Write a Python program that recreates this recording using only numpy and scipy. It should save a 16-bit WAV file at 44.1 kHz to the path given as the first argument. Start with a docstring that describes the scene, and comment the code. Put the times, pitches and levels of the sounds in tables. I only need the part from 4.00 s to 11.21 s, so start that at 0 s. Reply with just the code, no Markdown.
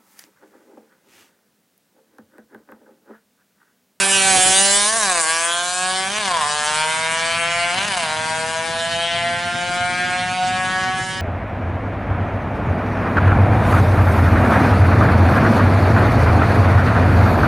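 """Two-stroke motorcycle racing away

A tuned bike passes close by and races down a tree-lined strip, shifting up three times. One exhaust
blast per turn makes a harmonic series, coloured by the resonances of the pipe. Road, tyre wall and
trees reflect it, and moving air makes the partials fade in and out. Distant motors drone ever more
clearly as the bike leaves; a few gusts hit the microphone."""
import sys
import numpy as np
from scipy import signal
from scipy.io import wavfile
from scipy.ndimage import map_coordinates

SR = 44100
rng = np.random.default_rng(int(sys.argv[2]) if len(sys.argv) > 2 else 0)


def persist_wave(psi):
    """Save psi, clipped to +-1, as 16-bit WAV."""
    counts = np.round(np.clip(psi, -1, 1) * 32767).astype(np.int16)
    wavfile.write(sys.argv[1], SR, np.atleast_2d(counts).T)


N = 317961
STEP = 64   # samples per control step
SAMPLE_S, CONTROL_S = np.arange(N) / SR, np.arange(0, N + STEP - 1, STEP) / SR
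LOW_PARTIALS, CUTOFF_HZ = 7, 11050

# Engine speed, one firing per turn: time_s, firing_hz
FIRING_RATE = [(0, 194.6), (0.14, 194.3), (0.3, 191.4), (0.39, 184.2), (0.52, 188.7), (0.62, 196.4),
               (0.7, 198), (0.85, 206.3), (0.91, 220), (0.97, 229.8), (1.08, 189.9), (1.14, 174.9),
               (1.245, 158.2), (1.3, 162.1), (1.68, 178.3), (2.07, 191.3), (2.15, 209.6), (2.195, 217),
               (2.29, 184.8), (2.44, 145), (2.48, 148.3), (2.65, 150.6), (2.89, 158), (3.29, 166.5),
               (3.72, 174.5), (3.87, 211), (3.93, 189.9), (4.03, 162.8), (4.08, 155), (4.22, 158),
               (4.96, 168.5), (5.5, 175), (6.41, 183.6), (6.97, 187.6), (7.21, 187.7)]
# Base level of the exhaust, whose treble thins with distance: time_s, body_db, treble_over_body_db
EXHAUST_LEVELS = [(0.0, -21, 0), (0.06, -22, 3), (0.32, -19.5, 3.5), (0.42, -20, 6), (0.8, -23, 8),
                  (0.92, -24.5, 5), (1.2, -23.5, 2), (1.22, -26.5, 7.5), (1.59, -28.5, 1.5),
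                  (1.72, -31, 5.5), (1.85, -24, -3.5), (2.19, -26, -5), (2.37, -23, -8.5),
                  (2.45, -24.5, -3.5), (2.79, -21.5, -8.5), (2.97, -24, -6.5), (3.65, -23.5, -11.5),
                  (3.88, -26.5, -7.5), (4.84, -26.5, -9), (5.34, -23.5, -18), (5.4, -24.5, -14.5),
                  (6.85, -24, -17.5), (7.05, -29.5, -8.5), (7.21, -27, -14.5)]
# Frequency bands of the upper partials and the gas noise: low_hz, high_hz
BANDS = [(20, 2000), (2000, 2900), (2900, 4500), (4500, 6800), (6800, 14000)]
# Gear changes: throttle_shut_s, gear_bites_s, added_raggedness_db
GEAR_SHIFTS = [(0.9, 1.25, 3), (2.08, 2.43, 7), (3.73, 4.075, 10.5)]


def from_db(db):
    """Amplitude ratio of a level in decibels."""
    return 10 ** (np.asarray(db) / 20)


def rms_one(x):
    """Normalisation to unit mean power."""
    return x / np.sqrt(np.mean(np.abs(x) ** 2) + 1e-20)


def in_time(rows, step=1):
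    """Linear interpolation of a table's columns at every step-th sample."""
    time_s, *columns = np.transpose(rows)
    return [np.interp(np.arange(0, N + step - 1, step) / SR, time_s, column) for column in columns]


def per_sample(control):
    """Linear interpolation from control steps to samples."""
    return np.interp(SAMPLE_S, CONTROL_S, control)


def at_hz(spectrum, hz):
    """Interpolation of a spectrum on a logarithmic frequency axis."""
    pitch_hz, level_db = np.transpose(spectrum)
    return np.interp(np.log(hz), np.log(pitch_hz), level_db)


def band(x, low_hz, high_hz):
    """Butterworth band-pass filter."""
    return signal.sosfilt(signal.butter(2, [low_hz, high_hz], "band", fs=SR, output="sos"), x)


def stereo_noise(width):
    """Partly coherent white noise: a side signal adds to the left and subtracts from the right."""
    mid, side = rng.standard_normal((2, N))
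    return mid + width * side * [[1], [-1]]


def wander(count, rate_hz):
    """Low-pass complex Gaussian noise of unit power: count rows at control steps."""
    pole = np.exp(-2 * np.pi * rate_hz * STEP / SR)
    shape = (count, N // STEP + 1002)   # extra steps let the filter settle
    white = rng.standard_normal(shape) + 1j * rng.standard_normal(shape)
    slow = signal.lfilter([1], [1, -2 * pole, pole * pole], white)
    return rms_one(slow[:, -len(CONTROL_S):])


def distant_motors():
    """Resonance: noise confined to a few low bands drones, throbbing by random amplitude modulation."""
    # Resonances of the drone: centre_hz, width_hz, relative_db
    resonances = [(112.7, 45, 1.5), (157, 42, 0.5), (243, 15, -1.5), (310, 123, -5.5), (88.6, 117, 0.5),
                  (431, 540, -5)]
    # Gain of the drone beneath its throb: time_s, gain_db
    drone_gain = [(0, -50), (.2, -51), (.5, -55), (1.3, -59), (1.6, -60), (2.0, -52), (4, -46),
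                  (5.5, -42.5), (5.9, -39.5), (6.4, -41), (7.21, -37)]
    noise = stereo_noise(width=0.24)
    drone = sum(from_db(relative_db) * rms_one(band(noise, hz - width_hz / 2, hz + width_hz / 2))
                for hz, width_hz, relative_db in resonances)
    throb_db = 3.2 * per_sample(wander(1, rate_hz=29)[0].real)
    return from_db(in_time(drone_gain)[0] + throb_db) * drone


def wind_gusts():
    """Turbulent pressure on the microphone ports makes short buffets of low noise."""
    # Bell-shaped gusts: peak_s, level_db, half_length_s
    gusts = [(0.322, -31.5, 0.051), (0.38, -25, 0.024), (0.479, -26, 0.035), (0.574, -34, 0.038)]
    envelope = sum(from_db(level_db) * np.exp(-((SAMPLE_S - peak_s) / half_s) ** 2)
                   for peak_s, level_db, half_s in gusts)
    return envelope * rms_one(band(stereo_noise(width=0.83), 38, 553))


def tree_echoes(bike):
    """Reflection from the tree lines returns dull, late copies, relatively weaker with the bike close."""
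    # Echoes of the far-off bike: lag_s, left_db, right_db
    reflections = [(.045, -14.5, -15), (.083, -11, -10), (.131, -14, -10.5), (.19, -15, -19.5),
                   (.27, -15.5, -14)]
    dull = signal.sosfilt(signal.butter(1, 4000, fs=SR, output="sos"), bike)
    echoes = np.zeros((2, N))
    for lag_s, left_db, right_db in reflections:
        lag = round(lag_s * SR)
        echoes[:, lag:] += from_db([[left_db], [right_db]]) * dull[:-lag]
    near_db = -9 * np.exp(-(SAMPLE_S / 4.0) ** 2)
    return echoes * from_db(near_db)


def road_echo(direct):
    """Ground reflection: its lag shrinks with distance, so its comb with the direct sound sweeps up."""
    # Reflection from the asphalt: time_s, lag_ms, gain_db
    reflection = [(0, .64, -15), (.2, .57, -12), (.4, .48, -8), (.6, .345, -6), (.8, .245, -6),
                  (.9, .22, -9), (1.1, .17, -14), (1.3, .12, -15), (1.5, .07, -17), (2.2, .03, -20),
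                  (7.21, .01, -22)]
    lag_ms, gain_db = in_time(reflection)
    read_at = np.arange(N) - lag_ms * SR / 1000
    # Only the treble beams down onto the road.
    treble = signal.sosfilt(signal.butter(2, 6500, "high", fs=SR, output="sos"), direct)
    return from_db(gain_db) * np.array([map_coordinates(side, [read_at], order=3) for side in treble])


def comb(hz, lag_ms, gain_db):
    """Interference of a wave with its echo, which a rough surface dulls by 1 dB per 900 Hz."""
    return 1 + from_db(gain_db - hz / 900) * np.exp(-2j * np.pi * hz * lag_ms / 1000)


def tyre_wall(hz):
    """Comb filtering by the reflection from a nearby tyre wall."""
    # Reflection from the wall, before dulling: time_s, lag_ms, gain_db
    reflection = [(0, 1.2, -12), (.45, 1.24, -8), (.62, 1.0, -6), (.85, .84, -6), (.95, .55, -12),
                  (1.15, .46, -7), (1.5, .31, -4), (2.1, .19, -15), (2.7, .11, -26), (7.21, .05, -60)]
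    return comb(hz, *in_time(reflection, STEP))


def fading(hz, rate_hz, cell_hz=160):
    """Frequency-selective fading: partials cross a random field, independent at pitches cell_hz apart."""
    field = wander(int(hz.max() / cell_hz) + 2, rate_hz)
    where = [hz / cell_hz, np.broadcast_to(np.arange(hz.shape[1]), hz.shape)]
    return map_coordinates(field.real, where, order=1) + 1j * map_coordinates(field.imag, where, order=1)


def phase_smear(hz):
    """Random phase modulation: the path scrambles the upper partials more as it lengthens."""
    path = .3 + .12 * CONTROL_S
    # Alongside, engine, pipe and outlet each sound from their own place.
    alongside = 2.6 * np.exp(-(CONTROL_S / .65) ** 2)
    spread_rad = (path + alongside) / (1 + (1800 / hz) ** 2)
    return np.exp(1j * spread_rad * np.sqrt(2) * fading(hz, rate_hz=3.06).real)


def turbulent_air(gain, hz):
    """Scattering in moving air makes short waves fade most; gives each partial's mid and side gain."""
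    gain = gain * phase_smear(hz)
    patches = np.sqrt(2) * fading(hz, rate_hz=12, cell_hz=2200).real
    flicker_db = 2 * patches / (1 + (3200 / hz) ** 4)
    gain = gain * from_db(flicker_db)
    scatter = .13 + .62 / (1 + (2200 / hz) ** 3)
    # Alongside, the lower partials break up too.
    crackle = .8 * np.exp(-(CONTROL_S / .55) ** 2) / (1 + (450 / hz) ** 4)
    scatter = np.maximum(scatter, crackle)
    slow_fade = np.sqrt(1 - scatter ** 2) + scatter * fading(hz, rate_hz=10)
    # The treble also flutters from turn to turn, more from afar.
    flutter = (.7 - .35 * np.exp(-CONTROL_S / 1.5)) / (1 + (4800 / hz) ** 3)
    mid = gain * (np.sqrt(1 - flutter ** 2) * slow_fade + flutter * wander(len(hz), rate_hz=67))
    side = gain * from_db(-11) * fading(hz, rate_hz=3)
    return mid, side


def swells_db(hz):
    """Spectral modulation: narrow stretches of the tone swell or sink for a moment."""
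    # Gaussian bumps in time and pitch: peak_s, sigma_s, centre_hz, gain_db
    swells = [(0.26, 0.56, 1700, 1.5), (0.15, 0.061, 2870, 5), (1.3, 0.64, 300, 8), (4.63, .35, 455, 8),
              (0.51, 0.034, 1700, -4), (0.88, 0.16, 1050, 10), (1.07, 0.14, 3130, -10.5),
              (1.45, 0.19, 1570, 9), (1.55, 0.057, 3400, 7), (2.37, 0.11, 1020, 17), (1.79, 0.13, 1980, -8),
              (1.56, 0.43, 1140, 10), (2.56, 0.12, 2300, -7.5), (3.03, 0.48, 806, -13.5),
              (3.4, 0.58, 2180, 6.5), (3.59, 0.26, 2770, 6), (4.23, 0.4, 977, 11.5),
              (5.07, 0.14, 3030, 8.5), (4.34, 0.59, 654, 4.5), (5.5, 0.5, 1187, -5.5),
              (5.94, 0.19, 2140, 8.5), (5.89, .25, 1310, 7.5), (3, 0.33, 890, 16), (1, 0.16, 2800, 2.5),
              (6.77, 0.094, 1630, 6), (0.53, 0.2, 1680, -6.5), (0.52, 0.093, 1500, 3.5),
              (0.61, 0.093, 3100, 3.5), (0.68, 0.066, 4300, -3), (0.7, 0.095, 550, 8.5),
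              (0.83, 0.089, 3960, 3.5), (0.94, 0.13, 2450, -7.5), (1.35, 0.22, 1040, 8.5),
              (3.24, .3, 1160, 4), (4.08, .08, 4300, 6.5), (5.02, .15, 670, 4), (4.96, 0.19, 3950, 5.5),
              (5.18, 0.21, 1460, -4), (5.28, .15, 2000, 4.5), (5.7, 0.17, 1850, -5), (7.2, 0.12, 2440, -8),
              (8.4, 0.081, 745, 5), (7.04, .3, 4200, -4), (6.55, 0.24, 710, 3.5), (6.37, 0.06, 1780, -27),
              (6.782, 0.15, 1170, 12)]
    sigma_octaves = 0.12
    return sum(gain_db * np.exp(-.5 * ((CONTROL_S - peak_s) / sigma_s) ** 2)
               * np.exp(-.5 * (np.log2(hz / centre_hz) / sigma_octaves) ** 2)
               for peak_s, sigma_s, centre_hz, gain_db in swells)


def throttle_shut(t, edge_s=.008):
    """Trapezoidal gate: 1 while the throttle is shut for a shift, 0 while it is open."""
    return sum(np.clip(np.minimum(t - shut_s, bite_s - t) / edge_s, 0, 1)
               for shut_s, bite_s, _ in GEAR_SHIFTS)


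def raggedness(near_db):
    """Aperiodicity of the exhaust as a gain, raised close by and during a shift."""
    shut_s, _, added_db = np.transpose(GEAR_SHIFTS)
    shift_db = np.interp(SAMPLE_S, shut_s, added_db) * throttle_shut(SAMPLE_S)
    return from_db(-14.5 + near_db * np.exp(-SAMPLE_S / .3) + shift_db)


def band_levels_db(step=1):
    """Spectral envelope over time: distance thins the highest bands most, and shifts alter the balance."""
    # One row for each of BANDS: over_body_db, treble_share, shift_change_db
    balance = [(-2, 0.014, -1), (-21, 0.045, -6.7), (-7, 0.22, 2), (-8, 0.39, 0.5), (-5, 1, -0.8)]
    body_db, treble_db = in_time(EXHAUST_LEVELS, step)
    shut = throttle_shut(np.arange(len(body_db)) * step / SR)
    return [body_db + over_db + share * treble_db + shift_db * shut
            for over_db, share, shift_db in balance]


def gas_rush(turns):
    """Jet noise: turbulent gas hisses out after each blast and subsides within the turn."""
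    gate = .25 + np.exp(-4 * (turns % 1))
    puffs = stereo_noise(width=0.093) * gate
    hiss = 0
    for (low_hz, high_hz), level_db in zip(BANDS, band_levels_db()):
        tilt_db = 2.5 * np.log2(high_hz / 2500) - 1
        hiss = hiss + from_db(level_db + tilt_db) * rms_one(band(puffs, max(low_hz, 800), high_hz))
    return raggedness(near_db=13) * hiss


def low_partials_db(hz):
    """Resonance lifts each low partial as it meets a mode of the pipe; low mids are fuller close by."""
    # Low resonances of the pipe: pitch_hz, over_body_db
    resonances = [(150, -20), (172, -20.5), (200, -13), (300, -33.5), (345, -23.5), (385, -19.5),
                  (450, -21), (510, -14.5), (580, -16.5), (720, -1.5), (840, -10.5), (960, -13),
                  (1080, -13.5), (1340, -15.5), (1600, -3.5)]
    near = np.exp(-(CONTROL_S / 3) ** 2)
    low_mids = np.exp(-(np.log2(hz / 400) / 0.8) ** 2)
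    body_db = in_time(EXHAUST_LEVELS, STEP)[0]
    return body_db + at_hz(resonances, hz) + 8.5 * near * low_mids


def pipe_spectrum(hz):
    """Source-filter principle: pipe resonances and short echoes set each partial's complex gain."""
    # Response of the pipe: pitch_hz, relative_db
    response = [(150, -12), (740, 28), (1250, -2), (1650, 6), (1950, 0), (2350, 5.5), (2700, 1), (3050, 1),
                (3600, -6.5), (5600, -21), (11000, -34.5)]
    cone_echo = comb(hz, lag_ms=4.35, gain_db=-12)   # the blast returns once from the chamber's cone
    colour = from_db(at_hz(response, hz)) * cone_echo * tyre_wall(hz)
    upper = colour * (np.arange(len(hz))[:, None] >= LOW_PARTIALS)
    gain = 0
    for (low_hz, high_hz), level_db in zip(BANDS, band_levels_db(STEP)):
        in_band = upper * (1 / (1 + (low_hz / hz) ** 8) - 1 / (1 + (high_hz / hz) ** 8))
        power = np.sum(np.abs(in_band) ** 2, axis=0) / 2
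        gain = gain + in_band * from_db(level_db) / np.sqrt(power)
    # The low partials take only their phase from the echoes.
    low_amplitude = np.sqrt(2) * from_db(low_partials_db(hz[:LOW_PARTIALS]))
    gain[:LOW_PARTIALS] = low_amplitude * np.exp(1j * np.angle(colour[:LOW_PARTIALS]))
    blast_rad = 2.4 - 0.053 * (hz / 1000) ** 2   # a downward swing, its treble trailing a little
    return gain * from_db(swells_db(hz)) * (hz < CUTOFF_HZ) * np.exp(1j * blast_rad)


def exhaust_blasts(turns, partials=68):
    """A pulse train is a sum of harmonics of the firing rate; unequal burns add jitter and shimmer."""
    hz = np.arange(1, partials + 1)[:, None] * in_time(FIRING_RATE, STEP)[0]
    mid_gain, side_gain = turbulent_air(pipe_spectrum(hz), hz)
    burns = rng.standard_normal((int(turns[-1]) + 2, 2))
    strength, earliness = (np.interp(turns + .5, np.arange(len(burns)), column) for column in burns.T)
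    # The sharp front of a blast wavers in time; its slow swing does not.
    front = turns + .021 * raggedness(near_db=3) * earliness
    steady, wavering = np.exp(2j * np.pi * turns), np.exp(2j * np.pi * front)
    harmonic, mid, side = 1, 0, 0
    for k in range(partials):
        harmonic = harmonic * (steady if k < LOW_PARTIALS else wavering)
        mid = mid + (per_sample(mid_gain[k]) * harmonic).real
        side = side + (per_sample(side_gain[k]) * harmonic).real
    sputter_db = (.4 + 2.2 * throttle_shut(SAMPLE_S)) * strength
    return (mid + side * [[1], [-1]]) * from_db(sputter_db)


def scene():
    """Superposition of the bike, its echoes, the distant motors and the wind."""
    # Stereo balance of the bike: time_s, left_over_right_db
    pan = [(0.0, -3.0), (0.9, -0.5), (2.67, 1.0), (4.74, 1.0), (5.1, 0.0), (5.92, 1.0), (6.47, -1.0),
           (6.69, 1.0), (7.21, 0.0)]
    turns = np.cumsum(in_time(FIRING_RATE)[0]) / SR
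    direct = exhaust_blasts(turns) + gas_rush(turns)
    bike = (direct + road_echo(direct)) * from_db(in_time(pan)[0] / 2 * [[1], [-1]])
    return bike + tree_echoes(bike.mean(axis=0)) + distant_motors() + wind_gusts()


def record(dry):
    """Capsule resonance lifts the treble; deep bass is cut, saturation rounds peaks, the top is cut."""
    peak_hz, width_hz, lift_db = 9060, 1930, 7.24
    resonance = signal.lfilter(*signal.iirpeak(peak_hz, peak_hz / width_hz, fs=SR), dry)
    bright = dry + (from_db(lift_db) - 1) * resonance
    lean = signal.sosfilt(signal.butter(2, 60, "high", fs=SR, output="sos"), bright)
    rounded = .72 * np.tanh(lean / .72)
    return signal.sosfilt(signal.ellip(12, .5, 75, CUTOFF_HZ, fs=SR, output="sos"), rounded)


dry = scene()
out = record(dry)
persist_wave(out)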